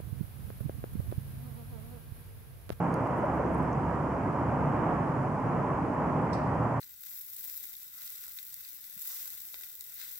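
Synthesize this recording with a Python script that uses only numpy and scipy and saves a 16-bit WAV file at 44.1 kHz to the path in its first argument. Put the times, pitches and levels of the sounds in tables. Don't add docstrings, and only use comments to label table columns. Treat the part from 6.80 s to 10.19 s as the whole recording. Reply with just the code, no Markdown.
import sys
import numpy as np
from scipy import signal
from scipy.io import wavfile

SR = 44100
rng = np.random.default_rng(int(sys.argv[2]) if len(sys.argv) > 2 else 0)


def bounce(signal):
    frames = np.transpose(np.atleast_2d(signal))
    limited = np.clip(frames, -1, 1)
    pcm = np.round(limited * 32767).astype(np.int16)
    wavfile.write(sys.argv[1], SR, pcm)


N = 149499
HZ = np.fft.rfftfreq(4096, 1 / SR)


def sizzle():
    # (time [s], relative level [dB], extra level on the left [dB])
    fizz_swells = [(0, -54.5, 2), (.17, -56, 3), (.25, -49.5, 5), (.4, -47, 3), (.46, -50, 4),
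                   (.55, -46.5, 3), (.66, -44.5, 4.5), (.77, -46, 4.5), (.9, -49, 4), (1.07, -51.5, 2.5),
                   (1.28, -46.5, 1.5), (1.4, -48.8, 1.5), (1.7, -50.5, 2), (1.95, -50, 3.5), (2.15, -52, 5),
                   (2.23, -43.3, 2), (2.35, -42.8, 1.5), (2.48, -45.3, 3.5), (2.66, -49.5, 2),
                   (2.83, -48.3, 1.5), (2.97, -51, 2.5), (3.13, -50.5, 3), (3.21, -47, 4), (3.39, -49.5, 5)]
    # (time [s], relative level [dB])
    fry_swells = [(0, -58.5), (.19, -61), (.27, -55), (.46, -58.5), (.62, -54), (.78, -54.5), (.9, -56),
                  (1.1, -59), (1.2, -52.5), (1.47, -54.5), (1.7, -55), (1.9, -57), (2.14, -56), (2.28, -50),
                  (2.5, -52), (2.66, -55), (2.83, -54), (2.95, -57.5), (3.1, -57), (3.22, -50.5),
                  (3.39, -56.5)]
    # (frequency [Hz], gain [dB])
    fizz_tone = [(500, -22.5), (2000, -17.5), (5000, -4.5), (9000, -4), (11500, 2), (13000, -0.5),
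                 (16000, 2.5)]
    fry_tone = [(150, -16), (400, -9.5), (700, -9), (1100, -5), (2000, -1), (4000, 0), (8000, 0),
                (11000, -2), (16000, -4)]
    tick_tone = [(300, -19.5), (1200, -10.5), (3500, -0.5), (8000, 0.5), (12000, -1), (16000, -0.5)]
    t = np.arange(N) / SR
    times, level_db, side_db = np.transpose(fizz_swells)
    fizz = bubbles(per_s=14000, size_db=3.5, clump_db=6, clump_s=0.0063, lag_ms=0.39)
    fizz = unit(colour(fizz, spectrum(fizz_tone)))
    fizz *= amp(np.interp(t, times, level_db) - 4.5)
    fizz *= pan(np.interp(t, times, side_db) - 3.5)
    fry = bubbles(per_s=8000, size_db=2.5, clump_db=5, clump_s=0.012, lag_ms=0.3287)
    fry = unit(colour(fry, spectrum(fry_tone)))
    ticks = bubbles(per_s=130, size_db=3, clump_db=4, clump_s=0.039, lag_ms=0.39, spots=5)
    ticks = amp(-6) * unit(colour(ticks, spectrum(tick_tone)))
    fry_gain = amp(np.interp(t, *np.transpose(fry_swells)) - 1.5)
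    return fizz + (fry + ticks) * fry_gain


def bubbles(per_s, size_db, clump_db, clump_s, lag_ms, spots=10):
    out, t = np.zeros((2, N)), np.arange(N) / SR
    for place in np.linspace(-1, 1, spots):
        clumps = np.clip(rng.standard_normal(4096), -2, 2)
        sputter = np.interp(t / clump_s, np.arange(len(clumps)), clumps)
        size = np.minimum(rng.exponential(1, N), 4)
        signs = rng.choice([-1, 1], N)
        bursts = rng.random(N) < per_s / spots / SR
        clicks = bursts * signs * amp(size_db * size + clump_db * sputter)
        out += signal.oaconvolve(clicks[None], path(lag_ms + 0.011 * place), axes=1)[:, :N]
    return out


def fat_spits():
    # (time [s], strength [dB], left minus right [dB], delay at the left microphone [ms])
    spits = [(0.0924, -38, 2, 0.22), (0.235, -33, 4, .25), (.3543, -36, 3, .43), (0.374, -31, 6, .54),
             (.4126, -24.5, 0, 0.11), (0.502, -27, 3, .45), (.521, -34, 3, .52), (0.5341, -26, -5, .56),
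             (0.6088, -25, 4, .48), (.639, -30, -9, .5), (0.6424, -26, 11, .12), (0.65, -22, -4, 0.76),
             (0.6982, -24, 1, .56), (0.7674, -25, 5, 0.67), (0.7764, -25, -4, .56), (0.8297, -28, 5, .45),
             (0.9316, -30, -9, .56), (.967, -28.5, -8, .54), (1.018, -34, -3, .43),
             (1.0314, -28.5, -3, 0.4), (1.3033, -30, -16, 0.51), (1.4826, -28.5, -7, -0.127),
             (1.492, -40, 0, 0.26), (1.7422, -21.5, -3, .41), (1.9312, -31, 2, .41),
             (2.219, -26.5, 13, -.07), (2.503, -24, 0, .2), (2.8377, -28, 4, 0.11),
             (2.9533, -30, -13, 0.54), (3.0083, -24, 1, .39), (3.1414, -29, -4, .18),
             (3.3553, -38, -2, .27)]
    # (frequency [Hz], gain [dB])
    spit_tone = [(300, -15.5), (1500, -19), (4000, -11), (8000, -9), (12000, -1), (16000, -6)]
    out = np.zeros((2, N))
    for start, db, side_db, lag_ms in spits:
        add(out, start, crack(db, spectrum(spit_tone), side_db, lag_ms, splutter_db=3))
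    return out


def coal_snaps():
    # (time [s], strength [dB], centre [Hz], half width [octaves], left minus right [dB])
    snaps = [(0.0295, -31, 3150, 0.81, 5.5), (0.2359, -30.5, 5000, 1.8, 8), (0.8398, -30, 4030, 1.3, 3),
             (0.9529, -34, 3800, 0.6, 4), (1.184, -33, 1990, 1.5, 1), (1.2195, -28.5, 3000, 0.92, -9),
             (1.2766, -27, 3000, 1.3, -7), (1.4396, -28.5, 3580, 1.4, -1), (1.4807, -28, 3500, 1.8, -10),
             (1.5874, -23.5, 3240, 0.9, 3.5), (1.7303, -30, 6000, 1.7, -2), (1.8496, -33, 3460, 0.61, 9),
             (1.879, -33, 4500, 0.9, -2), (2.043, -33, 4000, 1.9, 5.5), (2.0984, -40, 4000, 1.3, 11),
             (2.31, -36, 1190, 0.53, -15), (2.743, -20, 1460, 1.62, -1.5), (2.8099, -31, 2200, 1.5, 1),
             (2.8352, -27, 3500, 1, 3), (3.0101, -25.5, 6500, .9, 1), (3.2154, -29, 3530, 1.2, 0),
             (3.3554, -35, 3500, 0.96, -3)]
    out = np.zeros((2, N))
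    for start, db, hz, octaves, side_db in snaps:
        tone = np.maximum(hump(hz, octaves), -23)
        add(out, start, crack(db, tone, side_db, lag_ms=0.13, splutter_db=-3))
    return out


def crack(db, tone_db, side_db, lag_ms, splutter_db):
    t = np.arange(512) / SR
    splutter = rng.choice([-1, 1], len(t)) * np.exp(-t / 0.0009)
    burst = (t == 0) + amp(splutter_db) * (t > 0) * splutter / np.linalg.norm(splutter)
    click = colour(signal.oaconvolve(path(lag_ms), burst[None], axes=1), tone_db)
    return click / np.linalg.norm(click, axis=1, keepdims=True) * amp(db) * pan(side_db)


def chirp_and_boils():
    # (peak time [s], level [dB], rise [s],
    # fade [s], centre [Hz], half width [octaves], left minus right [dB])
    swells = [(0.565, -46, .0015, 0.0017, 8950, .11, -17), (1.2, -68.5, 0.068, 0.14, 1300, 0.26, 0.5),
              (1.48, -70, .05, 0.021, 1220, 0.22, 2), (2.31, -52.5, 0.049, 0.11, 6260, 0.36, -4),
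              (2.33, -62, 0.059, 0.059, 1064, 0.25, 1), (3.215, -52.5, 0.025, 0.039, 3100, 1, 3)]
    out, t = np.zeros((2, N)), np.arange(N) / SR
    hiss = bubbles(per_s=11000, size_db=3.5, clump_db=0, clump_s=0.0037, lag_ms=0.187, spots=8)
    for peak, db, rise, fade, hz, octaves, side_db in swells:
        swell = np.exp(-np.maximum((peak - t) / rise, (t - peak) / fade))
        out += unit(colour(hiss, hump(hz, octaves))) * swell * amp(db) * pan(side_db)
    return out


def drip_plops():
    # (time [s], level [dB], pitch [Hz], length [s])
    plops = [(1.70, -68, 121, 0.043), (2.162, -55, 184, 0.017)]
    out = np.zeros((2, N))
    for start, db, hz, length in plops:
        t = np.arange(0, length, 1 / SR)
        swell = np.sin(np.pi * t / length) ** 2
        add(out, start, amp(db) * swell * np.sin(2 * np.pi * hz * t) * pan(0))
    return out


def outdoor_rumble():
    # (frequency [Hz], gain [dB])
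    air_tone = [(15, -28), (30, -20), (45, -9), (62, 1), (100, -0.5), (180, -5), (260, -10), (500, -17.5),
                (1000, -15.5), (4000, -46.5)]
    shared, own = rng.standard_normal(N), rng.standard_normal((2, N))
    likeness = 0.61
    air = colour(np.sqrt(likeness) * shared + np.sqrt(1 - likeness) * own, spectrum(air_tone))
    gust_s, gust_length_s, gust_db = 2.46, 0.1, 5
    gust = np.exp(-((np.arange(N) / SR - gust_s) / gust_length_s) ** 2)
    return unit(air) * pan(-0.5) * amp(-75.5 + gust_db * gust)


def path(lag_ms):
    t = np.arange(2048) / SR
    out = np.zeros((2, len(t)))
    for side, delay_ms in enumerate([max(lag_ms, 0), max(-lag_ms, 0)]):
        age = t - delay_ms / 1000
        out[side] = np.sinc(age * SR)
        for fade_s, db in (0.0007, -5), (0.006, -10):
            echo = rng.standard_normal(len(t)) * np.exp(-abs(age) / fade_s) * (age > 0)
            out[side] += amp(db) * echo / np.linalg.norm(echo)
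    return out


def amp(db):
    return 10 ** (np.asarray(db) / 20)


def unit(x):
    return x / np.sqrt(np.mean(x ** 2) + 1e-20)


def pan(db):
    return amp(np.array([[0.5], [-0.5]]) * db)


def add(mix, start_s, sound):
    part = mix[:, max(round(start_s * SR), 0):][:, :sound.shape[1]]
    part += sound[:, :part.shape[1]]


def spectrum(points):
    hz, db = np.transpose(points)
    return np.interp(np.log(HZ + 1), np.log(hz + 1), db)


def hump(hz, octaves):
    distance = abs(np.log2((HZ + 1) / hz) / octaves)
    return np.maximum(-10 * np.log10(1 + distance ** 6), -80)


def colour(x, db):
    log_gain = np.log(amp(np.r_[db, db[-2:0:-1]]))
    ring = np.fft.ifft(np.exp(np.conj(signal.hilbert(log_gain)))).real[:len(HZ)]
    return signal.oaconvolve(x, ring[None], axes=1)[:, :x.shape[1]]


def scene():
    return sizzle() + chirp_and_boils() + fat_spits() + coal_snaps() + drip_plops() + outdoor_rumble()


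def record(dry):
    # (frequency [Hz], gain [dB])
    left_tone = [(300, 1.5), (750, -5.5), (1000, -3), (1230, -1), (1500, 10), (1680, 2), (1850, 6),
                 (2040, 11), (2250, 1.5), (2600, 2.5), (2850, -5), (3250, -2.5), (3650, 7.5), (4050, 8),
                 (4500, 2.5), (5300, 5), (6800, 0.5), (7900, 9), (8600, -7.5), (10000, -1), (11000, 2),
                 (11700, 10.5), (12800, 13), (14000, 13), (15600, 14.5)]
    right_tone = [(300, -2), (750, -6.5), (1380, -7.5), (1520, -4), (1720, -15.5), (2030, -3.5),
                  (2200, -18), (2700, -7), (4000, -3), (5300, -0.5), (7000, 1), (7900, 4), (8600, -3.5),
                  (10000, 1.5), (11800, 7), (14000, 12), (15600, 6.5)]
    heard = np.vstack([colour(dry[:1], spectrum(left_tone)), colour(dry[1:], spectrum(right_tone))])
    treble_cut = signal.firwin(701, cutoff=15820, window=("kaiser", 8), fs=SR)
    return signal.oaconvolve(heard, treble_cut[None], "same")


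dry = scene()
out = record(dry)
bounce(out)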